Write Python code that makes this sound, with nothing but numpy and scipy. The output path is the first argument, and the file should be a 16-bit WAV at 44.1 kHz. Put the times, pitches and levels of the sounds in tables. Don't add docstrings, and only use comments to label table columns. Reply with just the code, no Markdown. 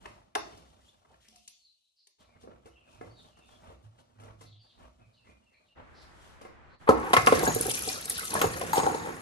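import sys
import numpy as np
from scipy import signal
from scipy.fft import rfft, irfft, next_fast_len
from scipy.io import wavfile
from scipy.ndimage import uniform_filter1d

SR = 44100
rng = np.random.default_rng(int(sys.argv[2]) if len(sys.argv) > 2 else 0)


def store_pcm(level_fs):
    pcm = np.round(np.clip(level_fs, -1, 1) * 32767).astype(np.int16)
    wavfile.write(sys.argv[1], SR, np.atleast_2d(pcm).T)


N = 406372
TIME = np.arange(N) / SR

# (time [s], length [s], pressure level [dB], skin hiss level [dB])
HAND_HOLDS = [(0, 0.09, -59.5, -76), (.36, 0.22, -60.5, -76), (.66, 0.53, -78, -88.5),
              (1.2, 0.28, -91, -79), (1.55, 0.55, -110, -93.5), (2.2, 2.26, -74.5, -90),
              (4.6, 1.08, -77.5, -90)]
HOLD_ATTACK_S, HOLD_RELEASE_S = 0.017, 0.11
# (time of the height [s], length [s], pressure level [dB], skin hiss level [dB])
FINGER_STROKES = [(.87, 0.23, -89.5, -79), (1.12, 0.17, -69, -86), (1.335, 0.08, -78, -97),
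                  (2.215, 0.081, -66.5, -77.5), (2.365, 0.031, -63.5, -97), (2.425, 0.088, -66, -74),
                  (2.5, 0.26, -61.5, -98), (2.67, 0.085, -60.5, -84), (2.93, 0.19, -64.5, -77.5),
                  (3.06, .22, -60.5, -79.5), (3.24, 0.27, -63, -77), (3.385, 0.057, -61.5, -76),
                  (3.52, 0.28, -65.5, -77), (3.68, 0.22, -57, -77.5), (3.85, 0.088, -68.5, -83),
                  (4.0, 0.062, -62, -76), (4.26, 0.26, -59, -81.5), (4.43, 0.134, -64.5, -75.5),
                  (4.83, 0.21, -60.5, -80), (5.01, 0.087, -64, -100), (5.29, 0.14, -63, -82),
                  (5.8, 0.104, -54.5, -99), (6.03, 0.063, -75, -73.5), (6.26, 0.29, -78, -74)]
REFERENCE_PRESSURE_DB, THREAD_DB = -65, -64.5
# (time [s], length [s], level [dB])
THREAD_JUDDERS = [(2.978, 0.14, -52.5), (3.828, 0.1, -53.5), (4.126, 0.29, -56), (4.376, 0.25, -56),
                  (4.99, 0.12, -59)]
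# (frequency [Hz], density [dB per Hz])
RUMBLE_SPECTRUM = [(25, -12.5), (55, 3), (110, 2), (170, -8), (240, -1), (330, -15), (600, -50)]
# (frequency [Hz], density [dB per Hz])
RUBBING_SPECTRUM = [(130, -14.5), (260, -1.5), (500, 3), (750, 5), (1300, -1), (2000, -9), (3500, -15.5),
                    (7000, -60.5)]
# (frequency [Hz], density [dB per Hz])
SKIN_SPECTRUM = [(1500, -35.5), (3000, 12), (5000, 2.5), (7500, 3.5), (10500, -1), (12000, -3.5),
                 (13500, -37)]

# (time [s], thud level [dB], clack level [dB], crack level [dB])
WRENCH_BLOWS = [(0.057, -51, -43, -60), (0.352, -39.5, -32.5, -37), (0.356, -38, -27, -50),
                (0.469, -50, -60, -74), (0.53, -60, -64, -72), (0.575, -68, -76, -64),
                (0.66, -71, -76, -80), (0.942, -82, -71, -89), (1.049, -75, -65, -86),
                (1.141, -78, -66, -79), (1.284, -75, -79, -60), (1.359, -76, -70, -59),
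                (1.477, -101, -71, -48), (2.07, -79.5, -76, -61.5)]
# (frequency [Hz], width [Hz], level [dB])
WRENCH_MODES = [(417, 28, 2.5), (828, 55, 4.5), (1020, 100, 0.5), (1224, 62, -4), (1680, 350, -6),
                (2060, 430, -7.5), (2640, 600, -11.5), (3350, 1000, -11), (4350, 960, -9), (5200, 940, -7)]
# (frequency [Hz], level against the crack [dB], t60 [s])
SHAFT_MODES = [(2160, -26.5, 0.25), (3580, -23, 1.3), (4434, -19.5, 0.55)]
HARD_CRACK_DB, CLACK_TOP_HZ, DULLING_DB_PER_OCTAVE = -16.5, 2420, 8

# (time [s], length [s], start frequency [Hz], width [Hz], level [dB], rise [octaves per s])
RISING_SWISHES = [(0.76, 0.1, 1400, 510, -70, 7), (0.855, 0.052, 3150, 220, -65, 4.2),
                  (0.85, 0.05, 6000, 400, -73, 7.5), (1.09, 0.079, 678, 400, -62, 6),
                  (1.195, 0.089, 1650, 700, -60.5, 5.3), (1.32, 0.26, 2400, 400, -72, 2.7),
                  (1.48, 0.24, 3150, 450, -69.5, 1.7), (1.68, 0.55, 3800, 350, -79, 0.3)]
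# (time [s], length [s], frequency [Hz], width [Hz], level [dB])
BELLY_PAN_HUMS = [(1.27, 0.0835, 218, 33, -66), (1.305, 0.1, 710, 25, -65.5)]
# (time [s], length [s], start frequency [Hz], width [Hz], level [dB])
FALLING_SQUEAKS = [(1.59, 0.12, 4480, 344, -64.5), (1.96, .1, 4600, 800, -66.5),
                   (2.19, 0.086, 3600, 1490, -64.5), (2.22, 0.17, 2400, 120, -70.5),
                   (2.7, 0.33, 3020, 260, -66), (2.77, 0.057, 3360, 198, -70), (3.1, 0.1, 4620, 260, -62),
                   (3.14, 0.086, 3920, 260, -62), (3.2, 0.12, 3480, 400, -65), (3.22, 0.14, 4600, 450, -75),
                   (3.31, 0.19, 2980, 300, -64.5), (3.39, 0.2, 3780, 253, -67.5),
                   (4.429, 0.14, 4370, 500, -64), (4.448, 0.19, 3740, 600, -61.5),
                   (4.59, 0.066, 4850, 300, -57.5), (4.63, 0.14, 3886, 910, -57.5),
                   (4.66, 0.054, 3400, 200, -60), (4.995, 0.07, 2500, 162, -68),
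                   (5.12, 0.097, 4250, 900, -70), (5.16, 0.093, 2930, 153, -65.5),
                   (5.24, 0.08, 2150, 250, -65.5), (5.27, 0.06, 2460, 139, -63),
                   (5.42, 0.11, 2850, 130, -67.5), (5.5, 0.08, 2100, 300, -69),
                   (5.53, 0.058, 4330, 400, -71.5), (5.54, 0.042, 2434, 160, -62.5),
                   (5.63, 0.1, 3900, 1000, -73.5), (5.68, 0.06, 2880, 150, -66),
                   (5.94, 0.13, 4600, 1600, -61.5), (6.69, 0.07, 4300, 700, -69)]
SQUEAK_FALL_OCTAVES_PER_S, WAVER_OCTAVES = 1.05, 0.025

# (time [s], thud level [dB], clack level [dB], crack level [dB])
FINGER_BUMPS = [(2.438, -45.5, -68, -77), (2.474, -42, -52, -78), (2.657, -47.5, -57.5, -60),
                (3.011, -35.5, -43.5, -62.5), (3.7, -50, -57, -87), (4.2, -56, -54.5, -61),
                (4.235, -52, -60, -60.5), (4.41, -50, -51, -54.5), (5.29, -58, -82, -74),
                (6.413, -44, -48.5, -55.5), (6.45, -40.5, -45, -62)]

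# (time [s], length [s], level [dB])
RUSH_SPELLS = [(5.75, 1.0, -56), (6.795, .08, -54)]
RUSH_ATTACK_S, RUSH_RELEASE_S = 0.02, 0.021
# (time of the height [s], length [s], level [dB])
RUSH_HISS_SWELLS = [(6.2, 1, -70.5), (6.83, 0.12, -69.5)]
# (frequency [Hz], density [dB per Hz])
RUSH_SPECTRUM = [(30, 5), (70, 17), (120, 7.5), (250, 3), (600, 2.5), (1300, 3), (2000, -1.5),
                 (3000, -11.5), (5000, -23), (7500, -28), (11500, -44), (13500, -55)]

# (time [s], drumming level [dB], spatter level [dB])
OIL_STREAM = [(6.86, -78, -64.5), (7.07, -43.5, -55), (7.36, -30.5, -40.5), (7.55, -37.5, -42.5),
              (7.68, -43.5, -42), (7.95, -44, -42), (8.01, -49.5, -48.5), (8.11, -46.5, -41.5),
              (8.28, -48.5, -46.5), (8.36, -33.5, -41), (8.49, -39, -46), (8.86, -38, -49.5),
              (9.21, -44, -58.5)]
# (frequency [Hz], density [dB per Hz])
DRUMMING_SPECTRUM = [(30, -9.5), (70, 6), (130, 6.5), (250, 3.5), (450, 2.5), (600, -4.5), (780, -0.5),
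                     (1200, -2.5), (1650, 3), (2100, -3.5), (4000, -20)]
# (frequency [Hz], density [dB per Hz])
SPATTER_SPECTRUM = [(600, -32), (1500, -15.5), (2700, 3), (3700, 2.5), (5000, 1), (7500, 4.5), (9000, 5),
                    (10500, -1), (12000, 3), (12700, -30), (13500, -10)]
# (time [s], smack level [dB], fizz level [dB])
LOUD_SPITS = [(7.262, -27, -34), (7.392, -30.5, -32.5), (7.548, -51, -29), (7.611, -32.5, -24.5),
              (7.667, -33, -29), (7.696, -34, -30), (7.714, -31, -30), (7.753, -47, -34), (7.791, -36, -34),
              (7.822, -43, -33.5), (7.888, -25.5, -52), (8.011, -62, -39.5), (8.055, -37, -35),
              (8.098, -34, -24), (8.18, -41, -34), (8.194, -36, -32), (8.254, -59, -37),
              (8.305, -34, -36.5), (8.34, -39, -26.5), (8.595, -53, -40.5)]
SPITS_PER_S, SMACK_DB, FIZZ_DB, SPIT_SPREAD_DB = 9, 4, -1, -1

# (time [s], length [s], rumble level [dB], rasp level [dB])
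SCRAPE_SPELLS = [(6.872, 0.017, -55, -22.5), (6.905, 0.07, -33, -31), (6.98, 0.13, -35.5, -33),
                 (7.44, 0.064, -40.5, -30), (8.315, 0.054, -41.5, -34.5), (8.415, 0.038, -32.5, -27.5),
                 (8.731, 0.075, -39.5, -29), (8.815, 0.046, -38.5, -34), (8.855, 0.09, -37, -33),
                 (8.96, 0.076, -51, -41), (9.04, 0.068, -37.5, -36.5)]
SCRAPE_ATTACK_S, SCRAPE_RELEASE_S = 0.004, 0.0091
SLIP_COLOUR_DB = 4.5
# (time [s], thud level [dB], clack level [dB], crack level [dB])
FUNNEL_KNOCKS = [(6.89, -7.5, -10, -32.5), (6.907, -25, -23, -41.5), (7.133, -19, -10.5, -23),
                 (7.166, -22.5, -10.5, -27), (7.186, -34, -24.5, -44), (7.271, -19, -9.5, -26),
                 (7.323, -9.5, -16.5, -34), (7.35, -25, -35, -34), (7.431, -19.5, -28, -48.5),
                 (7.476, -19, -31, -48.5), (7.562, -23, -44, -54), (7.605, -28, -62, -54),
                 (7.682, -28, -56, -46), (7.875, -31.5, -48, -57), (8.352, -29, -23.5, -43.5),
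                 (8.415, -24.5, -20, -29), (8.441, -19, -38, -35.5), (8.613, -30.5, -32, -38.5)]
# (frequency [Hz], width [Hz], level [dB])
FUNNEL_MODES = [(120, 53, -23), (314, 103, -7.5), (476.3, 85, 4), (737.4, 61, 5), (1058, 64, 6.5),
                (1294, 38, 1), (1657, 23, 0), (2060, 44, 0.5), (2520, 510, -14), (3570, 2200, -49)]
# (time [s], frequency [Hz], level [dB])
FUNNEL_WOBBLES = [(6.897, 76.4, -28), (6.891, 144, -36), (7.179, 120, -25), (7.486, 129, -31.5),
                  (7.558, 125, -28.5), (8.453, 109.7, -28), (8.783, 136, -33)]
# (time [s], frequency [Hz], level [dB])
OIL_DROPS = [(7.382, 320, -30), (7.432, 893, -28), (7.465, 1597, -19.5), (7.572, 736, -43),
             (7.652, 749, -30.5), (7.656, 400, -25), (7.682, 710, -43), (7.772, 2365, -32.5),
             (7.82, 1275, -36), (7.875, 728, -27), (7.886, 2355, -32.5), (7.91, 1510, -42),
             (8.183, 1454, -27.5), (8.205, 2000, -33.5), (8.228, 1236, -32), (8.362, 1630, -23.5),
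             (8.555, 470, -33), (8.612, 678, -35)]
DROP_RING_S, DROP_RISE_PER_S = 0.015, 2.46

# (time [s], level [dB], extra level of upper modes [dB], ring length factor)
PIPE_BLOWS = [(7.43, -47, 8, 0.82), (7.476, -34, -4.5, 0.48), (7.56, -39, -12, 0.2), (8.35, -57, -17, 0.96),
              (8.415, -37, 6, 0.4), (8.731, -41, 4, 1.44)]
# (frequency [Hz], level [dB], t60 at ring length factor 1 [s])
PIPE_MODES = [(3990, 0.5, 0.33), (4500, 0, 0.17), (6750, 1, 0.86), (6720, 4.5, 0.56), (8100, 3, 0.37),
              (12000, 5, 0.17), (12200, -2, 0.08)]
# (time [s], thud level [dB], clack level [dB], crack level [dB])
JERKS = [(8.732, -45, -20.5, -38.5), (8.757, -40, -31, -36), (8.77, -34, -22.5, -41.5),
         (8.778, -20.5, -33, -31.5), (8.791, -26, -23.5, -40), (8.8, -35, -25, -40), (8.833, -27, -28, -41),
         (8.865, -24, -19, -41), (8.897, -36, -24, -51), (8.946, -27, -43, -41)]
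# (frequency [Hz], width [Hz], level [dB])
COLLAR_MODES = [(323, 45, -4.5), (473, 67, 4.5), (795, 61, 6.5), (860, 31, 6.5), (906, 36, 0),
                (1073, 28, -4.5), (1400, 110, -23.5), (1680, 72, -27.5), (2130, 200, -22)]

# (frequency [Hz], t60 [s])
GARAGE_DECAY = [(100, 0.55), (400, 0.44), (1000, 0.35), (2500, 0.37), (5000, 0.37), (12000, 0.085)]
# (frequency [Hz], phase lead of the left [rad], left over right level [dB],
# share of panel reflections [0-1])
PORT_RESPONSE = [(30, 2.5, -8, 0), (133, -0.48, -3, 0.05), (382, 0.97, -3, 0.06), (870, 1.46, 4.5, 0.4),
                 (1360, 2.5, 0.5, 0.25), (2050, 3, -1, 0.6), (2400, 4, 0, 0), (3200, 4.5, 5, 0.4),
                 (4400, 6.5, 0.5, 0.2), (5200, 3, 8.5, 0.8), (7000, 9, 6, 1), (8240, 10.5, -1, 0.3),
                 (8750, 8, 3.5, 0.05), (10200, 0.5, -4, 0), (10870, -0.5, 2.8, 0), (12030, 2.2, 0.5, 0.07),
                 (13000, -2, 0, 0.3), (17030, -5.5, 0.5, 0.3)]
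DRAIN_LEAD_S = 0.00021
TREBLE_EDGE_HZ, CUTOFF_HZ = 13050, 15500


def from_db(db):
    return 10 ** (np.asarray(db) / 20)


def rms_one(x):
    return x / np.sqrt(np.mean(x ** 2) + 1e-20)


def evened(x, window_s):
    return x / np.sqrt(np.abs(uniform_filter1d(x ** 2, int(window_s * SR))) + 1e-12)


def add(track, s, sound):
    start = max(int(s * SR), 0)
    track[start:start + len(sound)] += sound[:N - start]


def in_time(rows):
    s, *columns = np.transpose(rows)
    return [from_db(np.interp(TIME, s, c, left=-140, right=-140)) for c in columns]


def at_hz(points, hz, axis=1):
    table = np.array(points)
    return np.interp(np.log(hz + 1), np.log(table[:, 0]), table[:, axis])


def swells(rows):
    out = np.zeros((len(rows[0]) - 2, N))
    for s, length, *levels in rows:
        for track, db in zip(out, levels):
            add(track, s - length / 2, from_db(db) * np.hanning(int(length * SR)))
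    return out


def spells(rows, attack_s, release_s):
    out = np.zeros((len(rows[0]) - 2, N))
    for s, length, *levels in rows:
        t = TIME[:int((length + 10 * release_s) * SR)]
        shape = np.minimum(t / attack_s, 1) * np.exp(-np.maximum(t - length, 0) / release_s)
        for track, db in zip(out, levels):
            add(track, s, from_db(db) * shape)
    return out


def drift(rate):
    knots = rng.standard_normal(int(rate * N / SR) + 2)
    return rms_one(np.interp(TIME * rate, np.arange(len(knots)), knots))


def grains(per_s, spread_db, clump_db):
    born = rng.random(N) < per_s / SR
    sizes = from_db(spread_db * np.minimum(rng.exponential(1, N), 4)) * rng.choice([-1, 1], N)
    return born * sizes * from_db(clump_db * drift(110))


def colour(x, spectrum):
    size = next_fast_len(N, real=True)
    gain = from_db(at_hz(spectrum, np.fft.rfftfreq(size, 1 / SR)))
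    return rms_one(irfft(rfft(x, size) * gain, size)[:N])


def band(x, low_hz, high_hz, order=2):
    edges = [low_hz, min(high_hz, .45 * SR)]
    return signal.sosfilt(signal.butter(order, edges, "band", fs=SR, output="sos"), x)


def resonate(x, modes):
    out = 0
    for hz, width, db in modes:
        r = np.exp(-np.pi * width / SR)
        zeros = np.array([1, 0, -1]) * (1 - r * r) / 2
        poles = [1, -2 * r * np.cos(2 * np.pi * hz / SR), r * r]
        out = out + from_db(db) * signal.lfilter(zeros, poles, x)
    return out


def at_level(sound, db):
    return sound * from_db(db) / np.sqrt(np.mean(sound[:int(.015 * SR)] ** 2) + 1e-20)


def blows(hits, modes, chatter_s, chatter_db, bare_db, low_hz, top_hz):
    out, t = np.zeros(N), TIME[:SR // 4]
    for s, thud_db, clack_db, crack_db in hits:
        chatter = rng.standard_normal(len(t)) * np.exp(-t / chatter_s)
        contact = from_db(chatter_db) * chatter
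        contact[0] += 1
        body = resonate(contact, [(hz, width, db + rng.standard_normal()) for hz, width, db in modes])
        hardness_octaves = (crack_db - clack_db - HARD_CRACK_DB) / DULLING_DB_PER_OCTAVE
        clack_top = np.clip(CLACK_TOP_HZ * 2 ** hardness_octaves, 1400, 2700)
        thud = at_level(band(body, low_hz, 595, order=3), thud_db)
        clack = at_level(band(body, 665, clack_top, order=3), clack_db)
        crack = at_level(band(body + from_db(bare_db) * chatter, 2900, top_hz, order=4), crack_db)
        add(out, s, thud + clack + crack)
    return out


def hand():
    holds = spells(HAND_HOLDS, HOLD_ATTACK_S, HOLD_RELEASE_S)
    pressure, skin = np.hypot(holds, swells(FINGER_STROKES))
    rumble = from_db(THREAD_DB) * pressure / from_db(REFERENCE_PRESSURE_DB)
    thread = rumble * colour(rng.standard_normal(N), RUMBLE_SPECTRUM)
    hum_mode = [(106.5, 14, 0)]
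    hum = evened(resonate(resonate(rng.standard_normal(N), hum_mode), hum_mode), .12)
    for s, length, db in THREAD_JUDDERS:
        arch = np.sqrt(np.abs(np.sin(np.pi * np.clip((TIME - s) / length, 0, 1))))
        thread += from_db(db) * hum * arch
    rub = from_db(3.5) * pressure * colour(grains(1200, spread_db=2.0, clump_db=2.5), RUBBING_SPECTRUM)
    hiss = from_db(10.5) * skin * colour(grains(6300, spread_db=4.0, clump_db=0.0), SKIN_SPECTRUM)
    return thread + rub + hiss


def wrench_ring():
    out, t = np.zeros(N), TIME[:SR]
    for s, _, _, crack_db in WRENCH_BLOWS:
        for hz, db, t60 in SHAFT_MODES:
            add(out, s, from_db(crack_db + db - 60 * t / t60) * np.sin(2 * np.pi * hz * t))
    return out


def wrench_blows():
    struck = blows(WRENCH_BLOWS, WRENCH_MODES, chatter_s=0.0041, chatter_db=-14.0, bare_db=-16.5,
                   low_hz=288, top_hz=11120)
    return from_db(1.0) * struck + wrench_ring()


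def glides(notes, broken_db):
    out = np.zeros(N)
    grip, waver = rms_one(from_db(broken_db * drift(55))), WAVER_OCTAVES * drift(70)
    for s, length, start_hz, width_hz, db, octaves_per_s in notes:
        u = np.linspace(0, 1, int(length * SR))
        hz = start_hz * 2 ** (octaves_per_s * length * u + waver[int(s * SR):][:len(u)])
        lowpass = signal.butter(2, width_hz / 2, fs=SR, output="sos")
        a, b = signal.sosfilt(lowpass, rng.standard_normal((2, len(u))))
        phase = 2 * np.pi * np.cumsum(hz) / SR
        arch = np.sqrt(np.abs(np.sin(np.pi * u)))
        add(out, s, from_db(db) * arch * rms_one(a * np.sin(phase) + b * np.cos(phase)))
    return out * grip


def squeaks():
    swishes = glides(RISING_SWISHES, broken_db=6.0)
    hums = glides([(*row, 0) for row in BELLY_PAN_HUMS], broken_db=0)
    falling = glides([(*row, -SQUEAK_FALL_OCTAVES_PER_S) for row in FALLING_SQUEAKS], broken_db=3.5)
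    return swishes + hums + falling


def plug_bumps():
    return from_db(-4.0) * blows(FINGER_BUMPS, FUNNEL_MODES, chatter_s=0.025, chatter_db=-27.5, bare_db=-29,
                                 low_hz=145, top_hz=11100)


def rush():
    body = spells(RUSH_SPELLS, RUSH_ATTACK_S, RUSH_RELEASE_S)[0]
    hiss = swells(RUSH_HISS_SWELLS)[0]
    shared, left, right = [body * colour(rng.standard_normal(N), RUSH_SPECTRUM)
                           + hiss * colour(rng.standard_normal(N), SKIN_SPECTRUM) for part in range(3)]
    return 0.27 * shared + 1.29 * np.array([left, right])


def bubbles(per_s, low_hz, cycles):
    out, t = np.zeros(N), TIME[:SR // 10]
    for when, pitch, size, phase in rng.random((int(per_s * N / SR), 4)):
        hz = low_hz * 4 ** pitch
        envelope = np.exp(-t * hz / cycles) * (1 - np.exp(-t * hz))
        ping = np.sin(2 * np.pi * (hz * t * (1 + 4 * t) + phase)) * envelope
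        add(out, when * N / SR, ping * size ** 2)
    return rms_one(out)


def spits(spatter):
    draws = rng.random(int(SPITS_PER_S * N / SR))
    chance_db = SPIT_SPREAD_DB * rng.standard_normal((len(draws), 2))
    flow_db = 20 * np.log10(spatter[(draws * N).astype(int)])
    lesser = [(s, db + SMACK_DB + a, db + FIZZ_DB + b)
              for s, db, (a, b) in zip(draws * N / SR, flow_db, chance_db) if s > OIL_STREAM[0][0]]
    smacks, fizzes, t = np.zeros(N), np.zeros(N), TIME[:SR // 20]
    for s, smack_db, fizz_db in [*LOUD_SPITS, *lesser]:
        burst = rng.standard_normal(len(t)) * np.exp(-t / 0.0022)
        add(smacks, s, at_level(burst, smack_db))
        add(fizzes, s, at_level(burst, fizz_db))
    return from_db(1.0) * band(smacks, 3500, 6100) + from_db(6.0) * band(fizzes, 8100, 11570, order=3)


def oil():
    drumming, spatter = in_time(OIL_STREAM)
    patter = from_db(3.0) * colour(grains(900, spread_db=0.5, clump_db=0.5), DRUMMING_SPECTRUM)
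    gurgle = from_db(-4.5) * bubbles(70, low_hz=319.3, cycles=4.2)
    drum = from_db(-3.5) * drumming * (patter + gurgle)
    surges = from_db(2.5 * drift(40))
    edges = np.geomspace(900, 15000, 9)
    tears = sum(band(grains(3500, spread_db=5.5, clump_db=4.0), low, high)
                for low, high in zip(edges, edges[1:]))
    film = from_db(4) * colour(tears * surges, SPATTER_SPECTRUM)
    crackle = spatter * (film + from_db(-4) * bubbles(200, low_hz=1154, cycles=7))
    struck = resonate(grains(120, spread_db=3.0, clump_db=-1.0), FUNNEL_MODES)
    gouts = from_db(-6) * drumming * rms_one(band(struck, 200, 700, order=1))
    return drum + gouts + crackle + spits(spatter)


def grinding():
    rumble, rasp = spells(SCRAPE_SPELLS, SCRAPE_ATTACK_S, SCRAPE_RELEASE_S)
    slips = grains(1500, spread_db=0.5, clump_db=1.5)
    body = sum(resonate(slips * from_db(SLIP_COLOUR_DB * drift(30)), [mode]) for mode in COLLAR_MODES)
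    low = rumble * evened(band(body, 220, 536), .03)
    high = rasp * evened(band(body, 680, 2160), .03)
    return from_db(1.0) * (low + high)


def funnel_knocks():
    return from_db(-2.0) * blows(FUNNEL_KNOCKS, FUNNEL_MODES, chatter_s=0.01, chatter_db=-24.5, bare_db=-36.0,
                                 low_hz=167, top_hz=11800)


def wobbles(swell_s):
    out, t = np.zeros(N), TIME[:SR // 3]
    for s, hz, db in FUNNEL_WOBBLES:
        envelope = t / swell_s * np.exp(1 - t / swell_s)
        add(out, s, from_db(db) * envelope * np.sin(2 * np.pi * hz * t))
    return out


def drops():
    out, t = np.zeros(N), TIME[:SR // 12]
    envelope = (1 - np.exp(-t / .0015)) * np.exp(-t / DROP_RING_S)
    for s, hz, db in OIL_DROPS:
        cycles = hz * t * (1 + DROP_RISE_PER_S * t / 2)
        add(out, s, from_db(db) * envelope * np.sin(2 * np.pi * cycles))
    return out


def pipe():
    out, t = np.zeros(N), TIME[:SR]
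    for s, db, upper_db, freedom in PIPE_BLOWS:
        for hz, mode_db, t60 in PIPE_MODES:
            level_db = db + mode_db + upper_db * (hz > 7500)
            add(out, s, from_db(level_db - 60 * t / (t60 * freedom)) * np.sin(2 * np.pi * hz * t))
    return out


def collar_jerks():
    return from_db(-2) * blows(JERKS, COLLAR_MODES, chatter_s=0.0091, chatter_db=-25.5, bare_db=-46,
                               low_hz=204, top_hz=11400)


def garage(x):
    t, edges = TIME[:SR], np.geomspace(50, 13000, 9)
    tail, white = 0, rng.standard_normal((2, SR))
    for low, high in zip(edges, edges[1:]):
        hz = np.sqrt(low * high)
        noise = white if hz > 250 else white[[0, 0]]
        tail = tail + band(noise, low, high) * from_db(-60 * t / at_hz(GARAGE_DECAY, hz))
    tail = tail * (1 - np.exp(-t / 0.0076))
    return signal.fftconvolve(x[None], tail / np.sqrt(np.sum(tail ** 2) / 2), axes=1)[:, :N]


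def ports(x, shift_rate, lead_s=0.0):
    size = next_fast_len(N + SR // 10, real=True)
    hz = np.fft.rfftfreq(size, 1 / SR)
    lead, balance_db = at_hz(PORT_RESPONSE, hz), at_hz(PORT_RESPONSE, hz, axis=2)
    share = np.clip(at_hz(PORT_RESPONSE, hz, axis=3), 0, 1)
    sides = np.array([[1], [-1]]) / 2
    direct = rfft(x, size) * np.exp(1j * sides * (lead + 2 * np.pi * hz * lead_s))
    wander = np.exp(1j * np.pi * np.array([drift(shift_rate), drift(shift_rate)]))
    turned = np.real(signal.hilbert(x, size)[:N] * wander)
    scattered = rfft(turned, size) * np.exp(-2j * np.pi * hz * .0025)
    both = np.sqrt(1 - share) * direct + np.sqrt(share) * scattered
    return irfft(both * from_db(sides * balance_db), size)[:, :N]


def scene():
    fingers, wrench, airy, plug = hand(), wrench_blows(), squeaks(), plug_bumps()
    pour = oil() + grinding() + from_db(2.5) * wobbles(swell_s=0.0055) + drops()
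    funnel, ring = funnel_knocks() + collar_jerks(), pipe()
    near = ports(wrench + plug + fingers, shift_rate=70, lead_s=DRAIN_LEAD_S)
    near = near + ports(funnel + pour, shift_rate=70) + ring * from_db([[1], [-2]])
    sent = from_db(-6) * (wrench + airy) + from_db(-6.5) * (plug + fingers)
    sent = sent + from_db(-11.5) * funnel + from_db(-8.5) * (pour + ring)
    background = [colour(rng.standard_normal(N), RUBBING_SPECTRUM) for side in range(2)]
    return near + garage(sent) + from_db(-3.5) * airy + rush() + from_db(-102) * np.array(background)


def record(dry):
    shelf = signal.cheby2(10, 24, min(TREBLE_EDGE_HZ, .45 * SR), fs=SR, output="sos")
    rounded = 1.177 * np.tanh(signal.sosfilt(shelf, dry) / 1.457)
    return signal.sosfilt(signal.cheby2(12, 70, CUTOFF_HZ, fs=SR, output="sos"), rounded)


dry = scene()
out = record(dry)
store_pcm(out)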